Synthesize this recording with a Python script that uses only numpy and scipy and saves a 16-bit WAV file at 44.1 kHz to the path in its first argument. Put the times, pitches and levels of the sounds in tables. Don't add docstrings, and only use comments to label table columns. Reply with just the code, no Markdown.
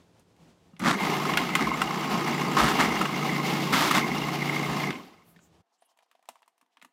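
import sys
import numpy as np
from scipy import signal
from scipy.fft import rfft, irfft, next_fast_len
from scipy.io import wavfile
from scipy.ndimage import map_coordinates

SR = 44100
rng = np.random.default_rng(int(sys.argv[2]) if len(sys.argv) > 2 else 0)


def log_audio(samples):
    frames = np.atleast_2d(samples).T
    limited = np.clip(frames, -1, 1)
    pcm = np.round(limited * 32767).astype(np.int16)
    wavfile.write(sys.argv[1], SR, pcm)


def volts_from_db(level):
    exponent = np.asarray(level, float) / 20
    return 10 ** exponent


N = 305172
T = np.arange(N) / SR
ON_S, OFF_S = 0.804, 4.908


def unit(x):
    return x / np.sqrt(np.mean(x ** 2) + 1e-20)


def along(points, hz):
    f, v = np.transpose(points)
    return np.interp(np.log(hz + 1), np.log(f + 1), v)


def gains(rows):
    s, *columns = np.transpose(rows)
    return [volts_from_db(np.interp(T, s, c, left=-140, right=-140)) for c in columns]


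def wobble(rate):
    knots = rng.standard_normal(int(N * rate / SR) + 4)
    return map_coordinates(knots, [T * rate])


def swell(s, half_s):
    return np.exp(-((T - s) / half_s) ** 2)


def white():
    return rng.standard_normal(N)


def filtered(x, response):
    m = next_fast_len(len(x) + 8192)
    return irfft(rfft(x, m) * response(np.fft.rfftfreq(m, 1 / SR)), m)[:len(x)]


def noise(spectrum, gate=1):
    return unit(filtered(gate * white(), lambda hz: volts_from_db(along(spectrum, hz))))


def modes(table):
    def response(f):
        total = 0
        for k, (centre, width, db) in enumerate(table):
            resonance = 1j * f * width / (centre * centre - f * f + 1j * f * width)
            total = total + (-1) ** k * volts_from_db(db) * resonance
        return total
    return response


def swishes(rows):
    total = 0
    for s, length, hz, width, db in rows:
        band = filtered(white(), lambda f: modes([(hz, width, 0)])(f) ** 2)
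        total = total + volts_from_db(db) * swell(s, length / 2) * unit(band)
    return total


# (time [s], speed [turns/s])
SHAFT_SPEED = [(.79, 24), (.9, 30.2), (1.1, 29.8), (4.88, 29.1), (5.05, 20), (5.3, 6)]


def shaft_angle():
    return 2 * np.pi * np.cumsum(np.interp(T, *np.transpose(SHAFT_SPEED))) / SR


def blade_gate(depth_db, lumps_db, lump_rate):
    turn = shaft_angle()
    beat = np.cos(2 * turn + .5 * wobble(4.7)) + .4 * np.cos(turn)
    push = 0.5 + 0.17 * wobble(13)
    return volts_from_db(depth_db * beat * push + lumps_db * wobble(lump_rate))


def powered(late_s, rise_s, drop_db, fade_db_per_s):
    rise = np.clip((T - ON_S - late_s) / rise_s, 0, 1) ** 2
    after = np.maximum(T - OFF_S, 0)
    return rise * volts_from_db(-drop_db * (1 - np.exp(-after / 0.0143)) - fade_db_per_s * after)


# (time [s], base rumble [dB], bowl rattle [dB], slosh [dB], stem chatter [dB], hum [dB])
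RUNNING_LEVELS = [(.8, -32, -26, -42.5, -26, -28), (1.1, -30.5, -29.5, -43, -40.5, -33),
                  (1.35, -31.5, -30.5, -44.5, -35, -42.5), (1.5, -34, -34, -46, -36.5, -40.5),
                  (1.848, -36, -32.5, -48, -42.5, -40), (2.15, -33.5, -29.5, -45, -40, -37.5),
                  (2.5, -30.5, -29.5, -44.5, -38.5, -35), (2.68, -31, -29, -42, -45, -38.5),
                  (2.75, -30.5, -27.5, -40, -39, -47), (2.88, -28.5, -28.5, -44.5, -34, -47),
                  (3.1, -33, -32.5, -45, -39, -37.5), (3.6, -32.5, -31, -42, -36.5, -34),
                  (3.85, -31, -34, -42.5, -38, -37.5), (4.05, -33, -32, -45.5, -36.5, -38),
                  (4.4, -35, -33, -44.5, -38.5, -34.5), (4.85, -34, -31.5, -44, -37, -37),
                  (4.89, -34, -36, -53, -41.5, -37)]


def running():
    s, *columns = np.transpose(RUNNING_LEVELS)
    return [volts_from_db(np.interp(T, s, c)) for c in columns]


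# (multiple of the shaft speed [-], relative level [dB])
SHAFT_ORDERS = [(2, -27), (4, -16), (5, 2), (6, -2), (8, -12.5), (9, -38.5), (10, -20), (11, -6), (14, -15)]


def motor_hum():
    turn = shaft_angle()
    tones = 0
    for k, db in SHAFT_ORDERS:
        wave = np.sin(k * turn + 0.044 * k * wobble(6.7))
        tones = tones + volts_from_db(db + 0.92 * wobble(2.8)) * wave
    return running()[4] * powered(late_s=0.14, rise_s=0.19, drop_db=13, fade_db_per_s=200) * tones


# (frequency [Hz], relative level [dB])
BASE_COLOUR = [(53, -49.5), (90, -26.5), (133, -10), (150, -3.5), (200, 3), (259, -0.5), (304, 0),
               (383, -5), (430, -8.5), (542, -14), (650, -14), (840, -49), (1430, -120)]


def base_rumble():
    level = running()[0] * powered(late_s=.002, rise_s=.03, drop_db=1.0, fade_db_per_s=112)
    level = level * (1 - .7 * swell(1.0, .015))
    gate = blade_gate(depth_db=0.0, lumps_db=-0.05, lump_rate=27) * volts_from_db(.7 * wobble(7.5))
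    return level * noise(BASE_COLOUR, gate)


# (time [s], rumble level [dB], counter shake level [dB])
JOLT_EVENTS = [(0.822, -30.5, -66), (.87, -19.5, -59), (.915, -26.5, -65), (1.36, -42.5, -54),
               (1.621, -23.5, -59.5), (1.69, -28, -55), (2.15, -26.5, -65.5), (2.645, -24, -35),
               (2.801, -27.5, -54), (2.889, -28, -44.5), (3.01, -28, -52), (3.745, -22, -54),
               (3.81, -37, -66), (3.98, -25.5, -65), (4.74, -45, -54)]


def jolts():
    boom = unit(filtered(white(), lambda f: modes([(213, 110, 0)])(f) ** 2))
    return sum(volts_from_db(db) * swell(s, half_s=.018) for s, db, _ in JOLT_EVENTS) * boom


# (frequency [Hz], relative level [dB])
SHAKE_COLOUR = [(20, -37.5), (40, -16), (60, 12), (80, 3.5), (110, -46)]


def counter_shake():
    level = volts_from_db(-60 + 3 * wobble(6.3)) * powered(late_s=.01, rise_s=.06, drop_db=3, fade_db_per_s=90)
    level = level + sum(volts_from_db(db) * swell(s, half_s=.04) for s, _, db in JOLT_EVENTS)
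    return level * noise(SHAKE_COLOUR, volts_from_db(1.8 * wobble(13)))


# (frequency [Hz], width [Hz], relative level [dB])
STEM_MODES = [(2080, 160, 2), (2202, 180, 0)]


def stem_chatter():
    bursts = blade_gate(depth_db=9.0, lumps_db=4.5, lump_rate=62) * volts_from_db(.8 * wobble(10.0))
    sharpened = lambda f: modes(STEM_MODES)(f) * modes([(2120, 900, 0)])(f)
    level = running()[3] * powered(late_s=.03, rise_s=.22, drop_db=4.5, fade_db_per_s=90)
    return level * unit(filtered(bursts * white(), sharpened))


# (frequency [Hz], width [Hz], relative level [dB])
BOWL_MODES = [(788, 44, -6.5), (1070, 54, 4.5), (1247, 47, 2), (1750, 600, -12.5), (2806, 50, -4),
              (3670, 110, -27), (4760, 240, -15.5), (5500, 430, -19), (6310, 200, -19.5), (7300, 190, -20)]


def pelted_bowl():
    pelting = white() * volts_from_db(1.2 * wobble(300))
    rung = 0
    for mode in BOWL_MODES:
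        gate = blade_gate(depth_db=6.0, lumps_db=3.5, lump_rate=49)
        rung = rung + filtered(pelting * gate, modes([mode]))
        pelting = np.roll(pelting, 4410)
    return unit(rung)


# (time [s], attack [s], hold [s], level [dB], spray level [dB])
DRAGGED_PIECES = [(.793, 0.0041, .03, -42.5, -58), (0.803, 0.056, 0.046, -24, -51),
                  (1.578, 0.033, 0.0045, -26.5, -59.5), (2.563, .008, 0.13, -23, -39),
                  (2.762, 0.047, 0.017, -22.5, -38.5), (3.007, 0.0055, 0.0047, -28, -55.5),
                  (3.038, .015, .005, -35, -55), (3.721, 0.0066, 0.1625, -23.5, -33),
                  (3.899, 0.013, .003, -25, -34.5), (3.928, 0.023, 0.031, -25.5, -36)]


def grip():
    curves = []
    for s, attack, hold, *_ in DRAGGED_PIECES:
        bite = np.clip((T - s) / attack, 0, 1) ** 2
        sag_db = 17 * np.maximum(T - s - attack, 0)
        let_go_db = 20 * np.maximum(T - s - attack - hold, 0) / (.04 + attack)
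        curves.append(bite * volts_from_db(-sag_db - let_go_db))
    return curves


# (frequency [Hz], relative level [dB])
SLOSH_COLOUR = [(240, -22), (400, 1.5), (538, -11), (769, 3), (1550, -12.5), (2150, -9.5), (2430, -12.5),
                (2800, -13.5), (8720, -39), (15000, -37.5), (16500, -51)]


def churn():
    rattle, slosh = running()[1:3]
    rattle = rattle * powered(late_s=.12, rise_s=0.1, drop_db=6.5, fade_db_per_s=67)
    slosh = slosh * powered(late_s=0.086, rise_s=.13, drop_db=0.5, fade_db_per_s=74)
    spray = sum(volts_from_db(row[4]) * g for row, g in zip(DRAGGED_PIECES, grip()))
    slosh = np.hypot(slosh, spray)
    mains_hz = 60
    buzz = volts_from_db(0.69 * np.cos(4 * np.pi * mains_hz * T))
    wash = noise(SLOSH_COLOUR, buzz * blade_gate(depth_db=1.0, lumps_db=1.5, lump_rate=35))
    high = filtered(wash, lambda hz: 1 / (1 + (3500 / (hz + 1)) ** 4))
    low = wash - high
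    return rattle * (volts_from_db(-4.5) * pelted_bowl() + volts_from_db(-3.5) * low) + slosh * volts_from_db(2.0) * unit(high)


# (frequency [Hz], relative level [dB])
GRIND_COLOUR = [(180, -29), (300, -1), (464, -26.5), (587, -5), (1150, 0), (1270, 2), (1430, -3),
                (2130, -4.5), (2400, -12), (3710, -14), (7380, -22.5), (15200, -37.5), (16500, -49)]


def dragging():
    jerks = volts_from_db(1.0 * wobble(90) + 2.8 * wobble(400))
    jerks = jerks * blade_gate(depth_db=1.0, lumps_db=1.3, lump_rate=23)
    level = sum(volts_from_db(row[3]) * g for row, g in zip(DRAGGED_PIECES, grip()))
    return level * noise(GRIND_COLOUR, jerks)


def blows(events, body, ring_s, crack_s, body_db, thud_db, thud_hz, rise_s):
    out = np.zeros((3, N + SR))
    t = np.arange(SR // 8) / SR
    for s, db, hz, crack_db, treble_db in events:
        ring = np.sin(2 * np.pi * hz * t) * volts_from_db(-60 * t / ring_s)
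        rest = 0
        for f, mode_db, t60 in body:
            decay = volts_from_db(body_db + mode_db + 3 * rng.standard_normal() - 60 * t / t60)
            rest = rest + decay * np.sin(2 * np.pi * f * t)
        thud = volts_from_db(thud_db - 60 * t / 0.051) * np.sin(2 * np.pi * thud_hz * t) * (1 - np.exp(-t / 0.0066))
        fade = volts_from_db(-60 * t / crack_s) + volts_from_db(-14.5 - 60 * t / (6.4 * crack_s))
        cracks = volts_from_db(7.5 + np.array([[crack_db], [treble_db]])) * fade * rng.standard_normal((2, len(t)))
        blow = np.vstack([ring + rest + thud, cracks]) * (1 - np.exp(-t / rise_s))
        out[:, round(s * SR):][:, :len(t)] += volts_from_db(db - 8.0) * blow
    mids = filtered(out[1], lambda f: 2.0 * modes([(1700, 1500, 0), (3400, 2500, -4)])(f))
    highs = filtered(out[2], lambda f: 0.91 * modes([(7500, 9000, 0)])(f) ** 2)
    return filtered(out[0] + mids + highs, lambda f: (1j * f / (120 + 1j * f)) ** 3)[:N]


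def scattered(count, span_s, top_db, pitches_hz, least_crack_db, least_treble_db):
    first, last = span_s
    rows = []
    for a, b, c, d, e in rng.random((count, 5)):
        pitch = pitches_hz[int(c * len(pitches_hz))]
        rows.append((first + a * (last - first), top_db - 9 * b, pitch,
                     least_crack_db + 8 * d, least_treble_db + 8 * e))
    return rows


def bowl_walls():
    return [(hz, db, 2.7 / width) for hz, width, db in BOWL_MODES]


# (time [s], level [dB], pitch [Hz], relative crack [dB], relative treble [dB])
WALL_KNOCKS = [(1.006, -16.5, 860, -11, -22), (1.05, -16.5, 2140, -6.5, -17), (1.099, -14, 2180, -16, -21),
               (1.253, -14, 1240, -7.5, -22), (1.294, -9.5, 1070, -16, -25),
               (1.336, -14.5, 2810, -3.5, -27), (1.372, -7, 1417, 0, -13), (1.415, -15, 1070, -7.5, -21),
               (1.491, -14, 1260, -11.5, -27), (1.552, -4, 2100, -4.5, -14.5),
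               (1.593, -11.5, 1240, -12, -28.5), (1.671, -13, 1050, -16, -36), (1.716, -10, 1000, -25, -36),
               (1.817, -3.5, 1330, -11, -20), (2.153, -14, 1061, -18, -24), (2.568, -4, 1070, -14, -40),
               (2.64, -13, 1216, -12.5, -12), (2.687, -11.5, 1200, -12, -14), (2.964, -13, 2020, -11, -34),
               (3.013, -7, 1300, -13, -20), (3.054, -14, 1070, -6.5, -26), (3.73, -16, 1260, -8.5, -21),
               (3.911, -12.5, 1210, -7, -11), (3.952, -17, 2090, 1.5, -17), (3.98, -10.5, 2080, -9.5, -18),
               (4.163, -17, 1070, -24, -34), (4.743, -19, 753.4, -9, -26), (4.87, -37, 2110, -8, -14),
               (4.905, -20, 2088, -1, -22), (4.927, -32, 2120, 2, -20), (4.954, -25, 2100, -7, -36)]


def bowl_knocks():
    bits = scattered(count=22, span_s=(1.1, OFF_S), top_db=-21, pitches_hz=(850, 1050, 1240, 2090),
                     least_crack_db=-14.5, least_treble_db=-31.5)
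    return blows(WALL_KNOCKS + bits, bowl_walls(), ring_s=0.029, crack_s=.022, body_db=-13.0,
                 thud_db=-13, thud_hz=191.0, rise_s=0.0007)


# (time [s], level [dB], pitch [Hz], relative crack [dB], relative treble [dB])
SWITCH_TICKS = [(0.195, -67, 330, -6, 13), (.364, -62, 310, 3, -2), (.734, -34.5, 175, -52, -47),
                (.765, -52, 2200, 6, -17.5), (.794, -50.5, 1900, 2, 17), (0.801, -25, 2050, -6, -28),
                (5.362, -38.5, 1800, -10.5, -24), (5.39, -46, 1500, -6, -27.5)]


def switch_ticks():
    return blows(SWITCH_TICKS, bowl_walls(), ring_s=0.029, crack_s=.022, body_db=-22.5,
                 thud_db=12.5, thud_hz=180, rise_s=0.00056)


# (time [s], level [dB], pitch [Hz], relative crack [dB], relative treble [dB])
LID_CLICKS = [(5.822, -37, 724, -14, -24), (5.973, -51, 848, -7, -5), (5.988, -46, 674, -1, -10),
              (6.005, -50, 790, -10, -17), (6.024, -49, 850, -4, -14), (6.03, -46, 744, -24, -15),
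              (6.113, -44.5, 1110, -3, -7), (6.128, -51, 1180, -11, -23), (6.151, -39.5, 711, -11, -23),
              (6.193, -46, 727, -16, -23), (6.226, -48, 762, -8, -11), (6.255, -54, 896, 2, -3),
              (6.288, -19.5, 795, -11, -10.5), (6.278, -58, 900, -6, -14), (6.39, -52, 824, -9, -14),
              (6.356, -36.5, 1080, -14, -19), (6.42, -42.5, 1000, -11, -13), (6.428, -44, 872, -2, -24),
              (6.46, -51, 1120, -15, -12), (6.478, -41, 1000, -8, -9), (6.579, -54, 1014, -5.5, -4),
              (6.612, -45.5, 1110, -5, -7), (6.628, -48, 1080, -19, -23), (6.77, -41, 1090, -1.5, -17),
              (6.796, -55, 985, -1, -10), (6.815, -39, 1440, 1.5, -19), (6.824, -38, 1440, 1, -6),
              (6.847, -31.5, 1170, -8, -11)]
# (frequency [Hz], relative level [dB], time to fall 60 dB [s])
LID_MODES = [(717, -7, 0.045), (953, 3, 0.027), (1120, -12, 0.033)]


def lid_clicks():
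    fidget = scattered(count=12, span_s=(5.78, 7.6), top_db=-56, pitches_hz=[hz for hz, *_ in LID_MODES],
                       least_crack_db=-14, least_treble_db=-16)
    return blows(LID_CLICKS + fidget, LID_MODES, ring_s=0.019, crack_s=0.012, body_db=-9.5,
                 thud_db=-24, thud_hz=267, rise_s=0.001)


# (time [s], hollow level [dB], rustle level [dB])
HAND_RUB = [(5.66, -85.5, -84), (5.846, -72, -78), (5.972, -74, -83), (6.234, -82.5, -80),
            (6.322, -73, -67), (6.42, -79, -82), (6.546, -81, -84), (6.638, -88, -86), (6.92, -92, -86)]
# (frequency [Hz], relative level [dB])
SKIN_COLOUR = [(880, -39), (1500, -8.5), (3030, -1.5), (4590, -7.5), (5020, -5), (11000, -20), (16000, -28)]


def hand_sliding():
    hollow, rustle = gains(HAND_RUB)
    slips = volts_from_db(6.5 * wobble(85))
    shell = unit(filtered(slips * white(), modes([(718, 200, 0), (1052, 360, -1.5)])))
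    skin = noise(SKIN_COLOUR, volts_from_db(4.0 * wobble(45)))
    return volts_from_db(-4.5) * hollow * shell + volts_from_db(-3.0) * rustle * skin


# (time [s], length [s], centre [Hz], width [Hz], level [dB])
SKIN_SWISHES = [(5.745, 0.037, 5220, 3500, -76), (5.79, .015, 7600, 1200, -79),
                (5.82, 0.027, 9300, 1500, -73), (5.86, 0.023, 10300, 2500, -71),
                (5.87, 0.12, 3000, 500, -80), (5.906, .04, 5500, 6000, -74), (6.035, .03, 4510, 2980, -78)]


def hand_swishes():
    return swishes(SKIN_SWISHES)


# (time [s], level [dB])
RIM_BUMPS = [(6.292, -60), (6.618, -69), (6.775, -69), (6.826, -58), (6.851, -57)]


def rim_bumps():
    fade = 0
    for s, db in RIM_BUMPS:
        rise = np.clip((T - s) / 0.0082, 0, 1)
        fade = fade + volts_from_db(db - 60 * np.maximum(T - s, 0) / 0.087) * rise
    return fade * unit(filtered(white(), lambda f: modes([(250, 150, 0)])(f) ** 3))


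# (time [s], length [s], centre [Hz], width [Hz], level [dB])
FLICKER_ROWS = [(4.99, .012, 13300, 3000, -64), (5.05, 0.092, 12500, 7000, -72),
                (5.297, 0.082, 12500, 9000, -64.5), (5.44, 0.068, 7000, 1800, -67),
                (5.45, .06, 14500, 4000, -76.5)]


def treble_flicker():
    return swishes(FLICKER_ROWS)


# (frequency [Hz], time to fall 60 dB [s])
KITCHEN_DECAY = [(200, .35), (2000, 0.23), (10000, 0.26)]


def kitchen(x):
    hz, t, z = signal.stft(rng.standard_normal(SR // 2), SR, nperseg=256)
    decay = volts_from_db(-60 * t / along(KITCHEN_DECAY, hz)[:, None])
    tail = signal.istft(z * decay, SR, nperseg=256)[1]
    late = np.pad(x, (200, 0))
    return signal.fftconvolve(late, tail / np.linalg.norm(tail))[:N]


# (frequency [Hz], relative level [dB])
AIR_COLOUR = [(15, -48.5), (25, -18.5), (105, -4), (141, -9.5), (170, 1), (200, -10), (326, -9.5),
              (695, -16), (911, -18), (1330, -23.5), (1890, -27), (2350, -27), (3160, -27.5), (7310, -33.5),
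              (16000, -48.5)]


def kitchen_hum():
    level = volts_from_db(-61 - 1.3 * (T > OFF_S))
    stop = np.clip((5.624 - T) / 0.014, 0, 1)
    return level * stop * noise(AIR_COLOUR, volts_from_db(2.1 * wobble(24)))


# (frequency [Hz], relative level [dB])
STILL_COLOUR = [(59, -63), (100, -30.5), (229, -6.5), (492, -7.5), (621, -9), (691, 2.5), (1420, -11),
                (1870, -11.5), (2270, -16.5), (16000, -33)]
# (frequency [Hz], level [dB])
STILL_TONES = [(484.5, -93), (689.1, -89)]


def still_floor():
    floor = volts_from_db(-82) * noise(STILL_COLOUR)
    for hz, db in STILL_TONES:
        floor = floor + volts_from_db(db + 1.5 * wobble(15)) * np.sin(2 * np.pi * hz * T)
    return floor


def scene():
    motor = motor_hum() + base_rumble() + jolts() + counter_shake()
    machine = motor + stem_chatter() + churn() + dragging()
    lid = lid_clicks() + hand_sliding() + hand_swishes() + rim_bumps()
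    hits = bowl_knocks() + switch_ticks() + lid
    background = treble_flicker() + kitchen_hum() + still_floor()
    return (machine + hits + volts_from_db(-15) * kitchen(hits) + background)[None]


def top_cut(x):
    return signal.sosfilt(signal.butter(12, 16990, fs=SR, output="sos"), x)


def record(dry):
    def microphone(hz):
        bass_cut = (1j * hz / (30 + 1j * hz)) ** 3
        return bass_cut / (1 + (hz / 16000) ** 60)
    mix = filtered(dry[0], microphone)[None]
    return top_cut(mix)


dry = scene()
out = record(dry)
log_audio(out)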